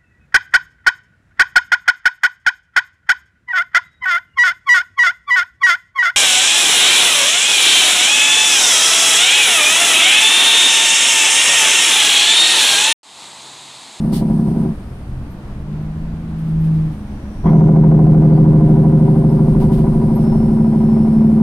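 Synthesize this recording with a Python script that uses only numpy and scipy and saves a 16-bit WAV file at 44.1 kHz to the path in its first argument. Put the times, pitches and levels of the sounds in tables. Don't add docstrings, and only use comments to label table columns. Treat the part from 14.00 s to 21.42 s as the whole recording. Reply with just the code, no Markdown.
import sys
import numpy as np
from scipy import signal
from scipy.fft import rfft, irfft, next_fast_len
from scipy.io import wavfile
from scipy.ndimage import uniform_filter1d, minimum_filter1d, map_coordinates

SR = 44100
rng = np.random.default_rng(int(sys.argv[2]) if len(sys.argv) > 2 else 0)


def pcm_store(signal):
    levels = np.round(np.clip(np.atleast_2d(signal), -1, 1) * 32767)
    wavfile.write(sys.argv[1], SR, levels.astype(np.int16).T)


N = 327209

# f/Hz, width/Hz, level/dB
BODY = [(44, 4.8, -17.5), (128.2, 8.7, -19), (154.83, 7.94, -9), (175.3, 42, -16.5), (220.24, 5.33, -5.5),
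        (253.5, 5, -22.5), (309.5, 7.05, -16.5), (348.8, 8.3, -33), (380.3, 13.4, -20), (410, 18, -35.5),
        (523, 15, -35)]
# f/Hz, relative density/dB per Hz
CHURN = [(53, -39.5), (90, -11.5), (142, -3), (221, 6), (242, 4), (286, -20), (381, -3), (460, -27.5),
         (480, -24.5), (620, -56.5), (1060, -120)]
BRAKE_OFF_S, BRAKE_ON_S = 0.685, 3.431


def amp(db):
    return 10 ** (np.asarray(db) / 20)


def unit(x):
    return x / np.sqrt(np.mean(x ** 2) + 1e-20)


def clock():
    return np.arange(N) / SR


def along(points, hz):
    f, v = np.transpose(points)
    return np.interp(np.log(hz + 1), np.log(f + 1), v)


def curves(rows):
    s, *cols = np.transpose(rows)
    return [np.interp(clock(), s, c) for c in cols]


def wander(rate, t):
    knots = rng.standard_normal(int(N * rate / SR) + 4)
    return map_coordinates(knots, [t * rate])


def wobble(rate):
    coarse = clock()[::64]
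    return np.interp(clock(), coarse, wander(rate, coarse))


def switch(on, off, rise, fall):
    opening = np.clip((clock() - on) / rise, 0, 1)
    closing = np.clip((off - clock()) / fall + 1, 0, 1)
    return opening * closing


def swells(rows):
    return sum(amp(db) * np.exp(-np.minimum(((clock() - s) / half) ** 2, 50)) for s, db, half in rows)


def blip(start, rise):
    u = np.clip((clock() - start) / rise, 0, 50)
    return u * np.exp(1 - u)


def filtered(x, response):
    m = next_fast_len(N + SR // 4)
    return irfft(rfft(x, m) * response(np.fft.rfftfreq(m, 1 / SR)), m)[..., :N]


def rush(spectrum, gate=1):
    # f/Hz, correlation
    likeness = [(100, 1), (250, 0.99), (500, 1), (1000, .68), (2000, -0.064), (12000, 0.15)]

    def colour(hz):
        turn = np.arccos(np.clip(along(likeness, hz), -1, 1)) / 2
        return amp(along(spectrum, hz)) * np.array([np.cos(turn), np.sin(turn)])

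    mid, side = filtered(gate * rng.standard_normal((2, N)), colour)
    return unit(np.array([mid + side, mid - side]))


def whistle(hz, spread_hz):
    def ear():
        phase = 2 * np.pi * np.cumsum(hz + spread_hz * wobble(300)) / SR
        return np.sqrt(2) * np.sin(phase)

    return np.array([ear(), ear()])


def cycles(speed, first):
    count = np.cumsum(speed) / SR
    return count - np.interp(first, clock(), count)


def resonances(modes, f, age=np.inf):
    total = 0
    for k, (centre, width, db) in enumerate(modes):
        built_up = 1 - np.exp(-np.pi * width * age)
        peak = 1j * f * width / (centre * centre - f * f + 1j * f * width)
        total = total + (-1) ** k * amp(db) * built_up * peak
    return total


def orders(turns, gain, multiples, rough, size=16):
    pick = slice(None, None, size)
    t, wave = clock()[pick], 0
    for k in multiples:
        strength, colour = gain(k, pick)
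        scatter = rough * (wander(14, t) + 1j * wander(14, t))
        wave = wave + np.real((strength + scatter) * colour * np.exp(2j * np.pi * k * turns[pick]))
    return np.sqrt(2) * signal.resample_poly(wave, size, 1)[:N]


def drone(turns, speed, age, strength, rough, count=44):
    def gain(k, pick):
        return strength(k, pick), resonances(BODY, k * speed[pick], age[pick])

    return orders(turns, gain, range(1, count + 1), rough)


def order_strength(blows, k):
    push_db, lag_degrees, _ = np.transpose(blows)
    at = np.arange(6) / 6 + lag_degrees / 720
    return np.mean(amp(push_db) * np.exp(-2j * np.pi * k * at))


def per_cylinder(turns, blows):
    cylinder = np.floor(turns * len(blows)).astype(int) % len(blows)
    return amp(np.transpose(blows)[2])[cylinder]


def rasp(wave, bark, crack_db, tear_db, sharpness, muffle_hz):
    # f/Hz, width/Hz, level/dB
    stack = [(511, 22, 2.5), (688.4, 34, -3.5), (793.4, 28, -2.5), (972, 16, -1), (1180, 33, -15.5),
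             (1470, 84, -20.5), (2100, 190, -19)]
    # f/Hz, relative density/dB per Hz
    gas = [(250, -33), (400, -3), (445, -10.5), (471, -20), (520, -7), (593, -12), (682, -5.5),
           (888, -14.5), (972, -8), (1110, -20.5), (1240, -24), (1530, -26.5), (1730, -38), (3000, -44.5),
           (3900, -77), (6600, -120)]

    def stack_response(f):
        low_cut = f ** 4 / (f ** 4 + 420 ** 4)
        return resonances(stack, f) / (1 + (f / 1700) ** 4) * low_cut

    wave = wave / np.sqrt(np.abs(uniform_filter1d(wave ** 2, SR // 40)) + 1e-9)
    crests = signal.find_peaks(wave, height=0, distance=SR // 330)[0]
    cracks = np.zeros(N)
    cracks[crests] = (np.tanh(wave) * bark * amp(3.1 * wobble(90)))[crests]
    ring = unit(filtered(cracks, stack_response))
    jets = bark * (0.42 + np.clip(wave, 0, 1.5) ** sharpness)
    harsh = amp(crack_db) * ring + amp(tear_db) * rush(gas, jets)
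    return filtered(harsh, lambda f: 1 / (1 + (f / muffle_hz) ** 4))


def high_gear_brake():
    # t/s, cycles per s
    high_gear_speed = [(0, 11.48), (.7, 11.39)]
    # push level/dB, lag/crank degrees, bark level/dB
    high_gear_blows = [(-5, -4, -3.5), (-12.5, 2.5, -3.5), (3.5, -3.5, 2), (-13, -1.3, -6), (-2, 15, -3),
                       (-2, -6.5, -5)]
    soft_order = 33.6

    def strength(k, pick):
        return order_strength(high_gear_blows, k) / (1 + (k / soft_order) ** 10)

    speed, = curves(high_gear_speed)
    turns = cycles(speed, first=0.007475)
    wave = drone(turns, speed, clock() + 1, strength, rough=0.039)
    bark = per_cylinder(turns, high_gear_blows)
    churn = amp(-27) * rush(CHURN, bark)
    chatter = amp(-37.5) * rasp(wave, bark, crack_db=-0.7, tear_db=-1.5, sharpness=.7, muffle_hz=2200)
    return (wave + churn + chatter) * switch(on=0, off=BRAKE_OFF_S, rise=.004, fall=0.066)


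def road():
    # f/Hz, relative density/dB per Hz
    rumble_colour = [(8.8, -29), (15, 5), (92, -2.5), (110, -10), (140, -34.5), (240, -120)]
    # t/s, level/dB, half length/s
    jolts = [(1.13, -33, .08), (2.56, -31, .05), (2.83, -30.5, .07), (3.45, -21.5, 0.056),
             (4.69, -31, 0.19), (5.7, -22.5, .2), (6.4, -25, .09)]
    # f/Hz, relative density/dB per Hz
    cab_colour = [(41, -31.5), (70, -0.5), (92, -17.5), (129, -3), (158, -17), (212, -8.5), (248, -20.5),
                  (284, -13), (325, -17.5), (417, -22), (446, -24.5), (701, -26), (899, -28.5),
                  (1510, -33.5), (15500, -64.5)]
    # t/s, level/dB
    air_course = [(.55, -57), (.77, -63), (1.7, -71), (2.65, -65.5), (3.2, -66), (4.5, -62.5), (5.65, -57),
                  (7.4, -60.5)]
    # f/Hz, relative density/dB per Hz
    hiss_colour = [(1500, -14.5), (3000, -5.5), (5000, -0.5), (6900, -13), (8200, -2), (9200, 5.5),
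                   (10500, -4.5), (12500, -8.5), (15500, -9)]
    rumble_db = -30.5 + 1.5 * wobble(3.8)
    rumble = (amp(rumble_db) + swells(jolts)) * rush(rumble_colour)
    gusts_db = .6 * wobble(8)
    cab = amp(-32 + gusts_db) * rush(cab_colour)
    course_db, = curves(air_course)
    hiss = amp(course_db + 4.5 + 0.85 * wobble(23)) * rush(hiss_colour)
    return rumble + cab + hiss


def air_valve():
    # f/Hz, relative density/dB per Hz
    puff_colour = [(1180, -37.5), (2000, -6), (2660, -13.5), (2870, -4.5), (3080, -6), (4450, -2.5),
                   (7090, -13.5), (9180, -4.5), (15600, -13.5)]
    return amp(-33.5) * rush(puff_colour) * switch(on=0.11, off=0.17, rise=0.028, fall=0.078) ** 2


def throttle():
    # t/s, cycles per s
    throttle_speed = [(.78, 11.2), (1.18, 10.75), (1.45, 11.62), (1.7, 12.68), (2, 13.3), (2.2, 13.54),
                      (2.35, 13.3), (2.66, 13.28), (2.9, 12.92)]
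    # t/s, level/dB, half length/s
    dabs = [(1.18, -15.5, 0.042), (2.67, -3, 0.21)]
    # multiple of the cycle rate, relative level/dB
    throttle_tone = [(6, -3.5), (10, -18), (14, -9.5), (15, -14.5), (16, 2), (17, -10.5), (18, -5.5),
                     (20, -12), (22, -13.5), (23, -10.5)]
    coast_db, pedal_db, lift_s = -31, -15, 2.86
    speed, = curves(throttle_speed)
    turns = cycles(speed, first=0)
    light = amp(pedal_db) * switch(on=0.61, off=lift_s, rise=1.0, fall=0.097)
    revs = swells(dabs) * switch(on=0, off=lift_s, rise=.1, fall=0.12)
    pedal = amp(coast_db) + light + revs

    hum_orders = {12: 1, 24: amp(-11.5)}
    hum_gain = lambda k, pick: (hum_orders[k], resonances(BODY, k * speed[pick]))
    hum = pedal * orders(turns, hum_gain, hum_orders, rough=0.033)

    tone = {round(k): amp(db) * np.exp(2j * np.pi * rng.random()) for k, db in throttle_tone}
    overtones = unit(orders(turns, lambda k, pick: (1, tone[k]), tone, rough=0.1))
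    overtone_db = -36 + 3 * (speed - 12)
    return (hum + amp(overtone_db) * overtones) * switch(on=0.55, off=3.42, rise=0.041, fall=0.029)


def fittings():
    # t/s, level/dB, f/Hz
    trim_squeaks = [(1.3024, -51, 12800), (1.3783, -62, 12700), (1.8063, -63, 12800),
                    (2.6005, -52.5, 12700), (3.8695, -56.5, 12900), (5.3033, -54, 12600),
                    (5.7423, -52, 12800), (5.7788, -54, 12700), (6.1459, -38.5, 12600)]
    # t/s, level/dB
    loose_parts = [(2.3787, -46.5), (2.4587, -46), (2.6289, -42), (2.7289, -46), (2.9094, -46),
                   (3.4638, -44.5), (4.679, -47), (5.594, -34.5), (5.7142, -34.5), (5.77, -40)]
    # f/Hz, relative density/dB per Hz
    rattle_colour = [(1200, -4), (2200, 1.5), (3300, 3), (5100, -2), (7000, -9), (9300, -2.5),
                     (15000, -7.5)]
    squeaks = sum(amp(db - 7.0) * blip(s, rise=.012) * whistle(hz, spread_hz=140)
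                  for s, db, hz in trim_squeaks)
    shakes = sum(amp(db - 10.5) * blip(s, rise=0.02) for s, db in loose_parts)
    return squeaks + shakes * rush(rattle_colour)


def turbo():
    # t/s, f/Hz, level/dB
    shift_whistle = [(2.85, 5900, -74), (3.25, 5700, -63.5), (3.5, 5740, -60), (3.7, 6400, -65.5),
                     (4, 6520, -86)]
    # t/s, level/dB, half length/s
    whistle_swells = [(4.37, -63, .08), (5.32, -60.5, .06), (6.28, -56, 0.16), (6.88, -59, 0.41)]
    settled_hz, spool_hz, spool_at_s, spool_s = 5420, 798.4, 4.37, .87
    hz, db = curves(shift_whistle)
    shift = amp(db) * whistle(hz, spread_hz=130) * switch(on=2.8, off=4.5, rise=.1, fall=.1)
    below_hz = spool_hz * np.exp(-np.maximum(clock() - spool_at_s, -.5) / spool_s)
    climb = whistle(settled_hz - below_hz, spread_hz=7 + .06 * below_hz)
    return shift + swells(whistle_swells) * amp(1.2 * wobble(20)) * climb


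def low_gear_brake():
    # t/s, cycles per s
    low_gear_speed = [(3.45, 13.196), (4, 12.987), (4.8, 12.825), (5.6, 12.654), (6.2, 12.502),
                      (7.42, 12.21)]
    # push level/dB, lag/crank degrees, bark level/dB
    fast_blows = [(8.5, 17, 4.5), (0, 21.5, 0.5), (5.5, 8, -1.5), (6, 23.5, -9.5), (-1.6, -30.5, -5),
                  (-0.2, 25, -2.5)]
    # push level/dB, lag/crank degrees, bark level/dB
    slowed_blows = [(5.5, 17, 1.5), (1.6, 23, -1.5), (1, 4.5, -5), (3.5, 21, -9), (3, -22.0, 1.5),
                    (-2.5, 28.5, 0.0)]
    # f/Hz, relative density/dB per Hz
    first_bark_colour = [(30, 6), (60, 10.5), (120, 1.5), (180, 8), (212, 23), (260, 9.5), (320, 4),
                         (500, -4), (1000, -1), (1500, -16), (2100, -15), (2700, -33.5), (3280, -24),
                         (3700, -38), (12000, -62)]
    slowing_from_s, slowing_s = 4.18, 2.4
    boost_db, boost_s = 3, .4
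    ease_db_per_s = 1.31

    speed, = curves(low_gear_speed)
    turns = cycles(speed, first=3.455)
    age = np.maximum(clock() - BRAKE_ON_S, 0)
    slowed = np.clip((clock() - slowing_from_s) / slowing_s, 0, 1)

    def strength(k, pick):
        fast = (1 - slowed[pick]) * order_strength(fast_blows, k)
        return fast + slowed[pick] * order_strength(slowed_blows, k)

    wave = drone(turns, speed, age, strength, rough=0.058)
    bark = (1 - slowed) * per_cylinder(turns, fast_blows) + slowed * per_cylinder(turns, slowed_blows)
    churn = amp(-29) * rush(CHURN, bark)
    chatter_db = -32 + boost_db * np.exp(-age / boost_s)
    chatter = amp(chatter_db) * rasp(wave, bark, crack_db=-4.5, tear_db=-0.5, sharpness=.6, muffle_hz=3500)
    first_bark = amp(-14.0 - ((clock() - 3.482) / 0.0081) ** 2) * rush(first_bark_colour)
    effort = amp(-ease_db_per_s * age) * switch(on=BRAKE_ON_S, off=8, rise=0.012, fall=.01)
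    return (amp(2.02) * wave + churn + chatter + first_bark) * effort


def scene():
    engine = high_gear_brake() + throttle() + turbo() + low_gear_brake()
    return engine + road() + air_valve() + fittings()


def limiter(x, ceiling, hold):
    size = max(int(hold * SR), 8)
    needed = np.minimum(1, ceiling / (np.abs(x).max(axis=0) + 1e-9))
    return x * uniform_filter1d(minimum_filter1d(needed, size), size)


def record(dry):
    # f/Hz, phase/rad
    port_lead = [(20, 0), (100, 0.17), (160, 0.14), (220, 0.12), (310, 0.09), (390, 0.82), (530, 0.34),
                 (1000, 0.16), (3000, 0)]
    ports = lambda hz: np.exp(.5j * along(port_lead, hz) * np.array([[1], [-1]]))
    held = limiter(filtered(dry, ports), ceiling=0.87, hold=0.01)
    return filtered(held, lambda hz: hz < 15600)


dry = scene()
out = record(dry)
pcm_store(out)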